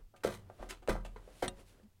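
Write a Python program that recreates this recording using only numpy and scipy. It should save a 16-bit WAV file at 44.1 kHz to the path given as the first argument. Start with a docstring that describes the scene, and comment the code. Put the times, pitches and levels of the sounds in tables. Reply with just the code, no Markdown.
"""A faint low rumble and hum, then a hollow knock: a cardboard box is tipped on a table in a small room.
A plastic tray on its card backing is drawn out, set down, pushed along and dropped flat; a plastic piece snaps.
Knocks are swelling panel sines, a click and box modes; scuffs are friction bursts ringing thin sheets.
Sliding is coloured friction; table and snap are dying modes, the snap with a noise crack."""
import sys
import numpy as np
from scipy import signal
from scipy.fft import rfft, irfft
from scipy.io import wavfile
from scipy.ndimage import uniform_filter1d

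SR = 44100
rng = np.random.default_rng(int(sys.argv[2]) if len(sys.argv) > 2 else 0)


def bounce(signal):
    """Save signal as a 16-bit WAV file at the path given by the first command-line argument."""
    frames = np.transpose(np.atleast_2d(signal))
    limited = np.clip(frames, -1, 1)
    pcm = np.round(limited * 32767).astype(np.int16)
    wavfile.write(sys.argv[1], SR, pcm)


N = 88200
T_S = np.arange(N) / SR

# room rumble spectrum: [f/Hz, level/dB]
FLOOR_COLOUR = [(20, 2.5), (45, -8), (75, 1), (110, -2.5), (200, -15.5), (400, -21.5), (1000, -29.5),
                (3000, -32), (10000, -35.5), (16000, -35)]
FLOOR_DB = -67
# low hums: [t/s, length/s, f/Hz, level/dB]
HUMS = [(0, 0.08, 33.5, -48), (0.32, 0.24, 98, -52.5), (1.823, 0.0605, 206, -54)]
HUM_WAVER_RMS_HZ, HUM_WAVER_SMOOTH_S = 9, 0.0091

# cardboard drag level: [t/s, level/dB]
DRAG_LEVEL = [(0, -64), (.12, -104), (.2, -74), (.42, -64.5), (.57, -67), (.61, -52), (.66, -57.5),
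              (.76, -68), (.87, -74), (1.1, -69), (1.3, -61.5), (1.4, -64.5), (1.54, -69.5), (1.6, -55.5),
              (1.66, -72.5), (1.79, -64.5), (1.88, -77.5), (2, -103)]
# cardboard drag spectrum: [f/Hz, level/dB]
DRAG_COLOUR = [(60, 9.5), (200, 1.5), (420, 4), (700, -2.5), (1300, -8), (3000, -18), (8000, -30.5),
               (16000, -46)]
# plastic glide level: [t/s, level/dB]
GLIDE_LEVEL = [(0, -99), (.45, -88), (.55, -77), (.66, -72), (.8, -92), (1.2, -78), (1.3, -72), (1.41, -63),
               (1.53, -82), (1.6, -66), (1.645, -78), (1.69, -66.5), (1.77, -79.5), (1.83, -84), (1.9, -97)]
# plastic glide spectrum: [f/Hz, level/dB]
GLIDE_COLOUR = [(300, -17), (1200, -2.5), (3000, 3.5), (6000, -2.5), (10000, -1.5), (16000, -15.5)]
# grain excess: exponential, this mean before capping at 4 means; hiss relative to grain rms
GRAINS_PER_S, GRAIN_SPREAD_DB, FRICTION_HISS_GAIN = 3500, 1.5, 0.64

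# blows reaching the table: [t/s, wobble level/dB, top-mode level/dB]
TABLE_BLOWS = [(0.249, -54, -40), (.598, -44, -58), (0.891, -32, -36.5), (1.428, -45.5, -45.5)]
# table-top modes: [f/Hz, level/dB, t60/s]
TABLE_MODES = [(55.7, -7, 0.51), (96.3, -9.5, 0.83), (122.8, -3.5, 0.44), (174.5, -4.5, 0.57),
               (205.6, -2.5, 0.58)]
WOBBLE_HZ, WOBBLE_T60_S, TABLE_PUSH_S = 39.6, 1.0, 0.0043

# hard plastic modes: [f/Hz, level/dB, t60/s]
SNAP_MODES = [(725, -3, 0.081), (1290, -4, 0.036), (1860, 1, 0.027), (2780, -14, 0.12), (3740, -4, 0.067),
              (4180, -0.5, 0.03), (5820, -3, 0.03), (7830, -0.5, 0.033), (8200, -3, 0.039),
              (9033, 1.5, 0.041), (9280, -2, 0.028), (13170, -25, .06)]
# snap crack spectrum: [f/Hz, level/dB]
CRACK_COLOUR = [(300, 6.5), (1500, -10), (2400, -9.5), (3600, 4.5), (5000, -21), (7000, -10), (8500, -5),
                (9600, -2.5), (10500, -49), (16000, -42)]
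SNAP_AT_S, SNAP_RISE_S, CRACK_T60_S = 1.4803, 0.00042, 0.025
SNAP_MODES_DB, SNAP_CRACK_DB = -39, -31.5

# cardboard edge scuffs: [t/s, attack/s, hold/s, release t60/s, level/dB, tilt/(dB/octave), resonance f/Hz]
CARD_SCUFFS = [(.234, 0.0027, 0.019, 0.25, -42.5, -.5, 1260), (.295, 0.014, 0.041, .17, -54.5, 1.1, 900),
               (.338, 0.0018, 0.0035, 0.04, -58.5, -9, 2600),
               (.62, 0.0058, 0.0053, 0.11, -60.5, -0.5, 1200), (.885, 0.0026, 0.0086, 0.2, -40, -0.9, 1640),
               (1.159, 0.0016, 0.0024, 0.16, -57, -4, 1000),
               (1.4228, 0.00093, 0.0069, 0.16, -41, -0.25, 1900)]
# card scuff spectrum: [f/Hz, level/dB]
CARD_COLOUR = [(100, -9), (400, -4.5), (800, 1), (1180, 0), (1650, -0.5), (2100, -0.5), (3300, -4),
               (4800, -10), (8500, -10.5), (11000, -14.5), (16000, -22)]
# plastic tray rasps: [t/s, attack/s, hold/s, release t60/s, level/dB, tilt/(dB/octave), resonance f/Hz]
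PLASTIC_SCUFFS = [(.162, .001, 0.0031, .11, -63, 0, 2300), (.204, 0.00088, .003, 0.075, -70, -3, 2400),
                  (.688, .013, .01, 0.08, -44.5, .5, 2070), (.72, 0.0032, 0.0096, .18, -55.5, -3.3, 3970),
                  (.821, 0.0014, 0.006, 0.14, -64, -3.3, 1700),
                  (.8760, 0.00036, 0.00073, 0.0041, -35.5, -4, 3770),
                  (1.0475, 0.0013, 0.0083, 0.14, -54.5, -0.9, 2730),
                  (1.828, 0.0013, .004, 0.059, -75, -1.5, 4800)]
# plastic rasp spectrum: [f/Hz, level/dB]
PLASTIC_COLOUR = [(100, -18), (400, -3), (900, -5.5), (1450, -1), (1850, -9), (2300, 2), (3200, -3),
                  (5000, -10), (7500, -8), (10000, -10.5), (12500, -17.5), (16000, -26)]
CATCH_RMS_DB, CATCH_SMOOTH_S = 2.5, 0.003  # edges catch and let go unevenly
TOUCHED_RESONANCE_DB, TOUCHED_RESONANCE_Q = -1, 4.7  # touched part of the sheet
SHEET_T60_S, SHEET_RING_DB = 0.027, -4.5

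# knocks on cardboard: [t/s, level/dB, panel f/Hz, swell/s, box ring/dB]
KNOCKS = [(.139, -50, 604, 0.0012, -8), (.142, -59.5, 1340, 0.0015, 16), (.2480, -17.5, 471, 0.0023, -7.5),
          (0.2554, -33, 523, .0025, 8.5), (.269, -33.5, 640, 0.0028, 2), (.4990, -39, 680, 0.0014, -4),
          (.595, -47, 615, 0.0031, 9.5), (0.6275, -31, 704, 0.00088, -3), (.655, -52.5, 520, 0.0058, -12),
          (0.696, -49.5, 374, 0.012, -12), (.823, -54, 480, 0.0034, 12), (0.884, -21, 543, 0.0021, 0),
          (0.8894, -25, 371, .005, 8.5), (0.8971, -31, 980, 0.00067, -26), (.9155, -31, 1160, 0.00094, -1),
          (0.9537, -31, 753, 0.0012, -7), (.9640, -37.5, 1270, 0.001, -12),
          (0.9749, -47.5, 1000, 0.00089, 2), (1.05, -39, 650, 0.00162, -0.5),
          (1.159, -47, 443, 0.0061, -11), (1.1612, -45, 960, 0.00174, -3), (1.276, -46, 510, 0.0025, 0),
          (1.288, -54.5, 590, 0.0016, 0), (1.423, -29.5, 748, 0.0035, 2.5),
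          (1.4260, -25.5, 503, 0.0025, 4.5), (1.4328, -37, 218.6, 0.0062, -1),
          (1.4421, -32, 555, 0.0016, -10), (1.724, -64, 1400, 0.0011, -11), (1.798, -54.5, 455, 0.0019, -3)]
# hollow box modes: [f/Hz, level/dB, t60/s]
BOX_MODES = [(217, -23, 0.26), (271.8, -28, .26), (365, -19, 0.26), (447, -28, 0.17), (519, -28.5, 0.32),
             (551, -25.5, 0.35), (653, -25.5, .2), (736, -20, 0.2), (863, -26, 0.17), (971, -32, 0.32),
             (1148, -27.5, 0.14), (1214, -24, 0.29), (1340, -31, .18), (1572, -22.5, .2), (1623, -56, 0.21)]
# contact click spectrum: [f/Hz, level/dB]
CLICK_COLOUR = [(200, -21), (900, -4), (1400, 3.5), (2200, -9), (3500, -20), (7000, -27), (16000, -34.5)]
PANEL_SWELL_POWER = 2.34
CLICK_DB, CLICK_T60_S, HARD_SWELL_S = -15, 0.011, 0.0016  # swells slower than HARD_SWELL_S click less
MODE_SCATTER_DB, CONTACT_EDGE_RATIO = 1.5, 2.07  # blow-to-blow spread; contact cut-off / panel f

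ROOM_T60_S, ROOM_DELAY_S = 0.23, 0.0044
KNOCK_ROOM_DB, SCUFF_ROOM_DB = -7, -17.5
CUTOFF_HZ = 15900


def from_db(db):
    """Decibels to amplitude gain."""
    return 10 ** (np.asarray(db) / 20)


def rms_one(x):
    """Scale to unit rms."""
    return x / np.sqrt(np.mean(x ** 2) + 1e-20)


def since(t_s):
    """Seconds since a moment, zero before it."""
    return np.maximum(T_S - t_s, 0)


def decay(t_s, t60_s):
    """Exponential fade, 60 dB per t60, from a moment; 1 before it."""
    return from_db(-60 * since(t_s) / t60_s)


def ring(t_s, hz, t60_s):
    """Damped mode: unit sine dying away from a moment."""
    return np.sin(2 * np.pi * hz * since(t_s)) * decay(t_s, t60_s)


def ring_modes(t_s, modes):
    """Sum of damped modes with alternating signs."""
    return sum(from_db(db) * ring(t_s, hz, t60_s) * (-1) ** k for k, (hz, db, t60_s) in enumerate(modes))


def smooth_noise(smooth_s):
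    """Slow random wander, rms 1."""
    return rms_one(uniform_filter1d(rng.standard_normal(N), int(smooth_s * SR)))


def coloured(x, points, tilt_db=0):
    """Shape a spectrum, tilted about 2 kHz in dB per octave; rms 1."""
    hz, db = np.transpose(points)
    octave = np.log2(np.maximum(np.fft.rfftfreq(N, 1 / SR), 1))
    # tilt is constant below the first point
    tilt = tilt_db * (np.maximum(octave, np.log2(hz[0])) - np.log2(2000))
    gain = from_db(np.interp(octave, np.log2(hz), db) + tilt)
    return rms_one(irfft(rfft(x) * gain, N))


def diffuse(x, t60_s, delay_s):
    """Dense reflections or resonances: decaying noise response of unit energy."""
    tail = rng.standard_normal(N) * decay(delay_s, t60_s) * (T_S > delay_s)
    return signal.fftconvolve(x, tail / np.sqrt(np.sum(tail ** 2)))[:N]


def friction():
    """Rubbing: random tiny slips over a smooth hiss."""
    excess = np.minimum(rng.exponential(1, N), 4)
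    sizes = from_db(GRAIN_SPREAD_DB * excess) * rng.choice([-1, 1], N)
    grains = rms_one(sizes * (rng.random(N) < GRAINS_PER_S / SR))
    return grains + FRICTION_HISS_GAIN * rng.standard_normal(N)


def room_floor():
    """Quiet room rumble: steady coloured noise."""
    return from_db(FLOOR_DB) * coloured(rng.standard_normal(N), FLOOR_COLOUR)


def low_hums():
    """Brief low sines that rise and fall, wavering in pitch."""
    out = np.zeros(N)
    for t_s, length_s, hz, db in HUMS:
        pitch_hz = hz + HUM_WAVER_RMS_HZ * smooth_noise(HUM_WAVER_SMOOTH_S)
        envelope = np.sin(np.pi * np.minimum(since(t_s) / length_s, 1))
        out += from_db(db) * envelope * np.sin(2 * np.pi * np.cumsum(pitch_hz) / SR)
    return out


def sliding(level, colour):
    """Sustained friction following the effort of the push."""
    return from_db(np.interp(T_S, *np.transpose(level))) * coloured(friction(), colour)


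def table():
    """Table wobbles on its legs and its top booms; a finite push softens each onset."""
    out = np.zeros(N)
    for t_s, wobble_db, top_db in TABLE_BLOWS:
        out += from_db(wobble_db) * ring(t_s, WOBBLE_HZ, WOBBLE_T60_S)
        out += from_db(top_db) * ring_modes(t_s, TABLE_MODES)
    push = np.hanning(int(TABLE_PUSH_S * SR))
    return np.convolve(out, push / push.sum())[:N]


def snap():
    """Hard plastic piece against the tray: a noise crack and short bright modes."""
    modes = ring_modes(SNAP_AT_S, SNAP_MODES) * np.minimum(since(SNAP_AT_S) / SNAP_RISE_S, 1)
    burst = rng.standard_normal(N) * (T_S > SNAP_AT_S) * decay(SNAP_AT_S, CRACK_T60_S)
    crack = coloured(burst, CRACK_COLOUR) * np.std(burst)  # restore burst level
    return from_db(SNAP_MODES_DB) * modes + from_db(SNAP_CRACK_DB) * crack


def scuffs(rows, colour):
    """Short uneven friction bursts that set thin sheets ringing, with room reflections."""
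    out = np.zeros(N)
    for t_s, attack_s, hold_s, release_t60_s, db, tilt_db, hz in rows:
        attack = np.minimum(since(t_s) / attack_s, 1)
        envelope = attack * decay(t_s + attack_s + hold_s, release_t60_s)
        slips = friction() * from_db(CATCH_RMS_DB * smooth_noise(CATCH_SMOOTH_S))
        b, a = signal.iirpeak(hz, TOUCHED_RESONANCE_Q, fs=SR)
        slips = slips + from_db(TOUCHED_RESONANCE_DB) * signal.lfilter(b, a, slips)
        out += from_db(db) * envelope * coloured(slips, colour, tilt_db)
    out = out + from_db(SHEET_RING_DB) * diffuse(out, SHEET_T60_S, 0)
    return out + from_db(SCUFF_ROOM_DB) * diffuse(out, ROOM_T60_S, ROOM_DELAY_S)


def knocks():
    """Click, a few panel swings, then box modes; softer contacts reach fewer modes."""
    panels, box = np.zeros(N), np.zeros(N)
    click = coloured(rng.standard_normal(N), CLICK_COLOUR)
    for t_s, db, panel_hz, swell_s, ring_db in KNOCKS:
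        age = since(t_s) / swell_s
        swell = (age * np.exp(1 - age)) ** PANEL_SWELL_POWER  # peaks at 1 after swell_s
        panels += from_db(db) * swell * np.sin(2 * np.pi * panel_hz * since(t_s))
        click_fade = np.minimum(age, 1) * decay(t_s + swell_s, CLICK_T60_S)
        hardness = min(HARD_SWELL_S / swell_s, 1)
        panels += from_db(db + CLICK_DB) * hardness * click_fade * click
        for mode_hz, mode_db, t60_s in BOX_MODES:
            contact = 1 / np.sqrt(1 + (mode_hz / (CONTACT_EDGE_RATIO * panel_hz)) ** 4)
            scatter_db = MODE_SCATTER_DB * rng.normal()
            strength = from_db(db + ring_db + mode_db + scatter_db) * rng.choice([-1, 1])
            box += contact * strength * ring(t_s + swell_s, mode_hz, t60_s)
    return panels + box + from_db(KNOCK_ROOM_DB) * diffuse(panels, ROOM_T60_S, ROOM_DELAY_S)


def scene():
    """All the handling over the room rumble, one channel."""
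    floor = room_floor()
    slides = sliding(DRAG_LEVEL, DRAG_COLOUR) + sliding(GLIDE_LEVEL, GLIDE_COLOUR)
    plastic_snap = snap()
    edges = scuffs(CARD_SCUFFS, CARD_COLOUR) + scuffs(PLASTIC_SCUFFS, PLASTIC_COLOUR)
    return (floor + slides + plastic_snap + edges + knocks() + table() + low_hums())[None]


def record(dry):
    """Steep zero-phase elliptic low-pass."""
    low_pass = signal.ellip(10, 0.05, 60, CUTOFF_HZ, fs=SR, output="sos")
    return signal.sosfiltfilt(low_pass, dry)


dry = scene()
out = record(dry)
bounce(out)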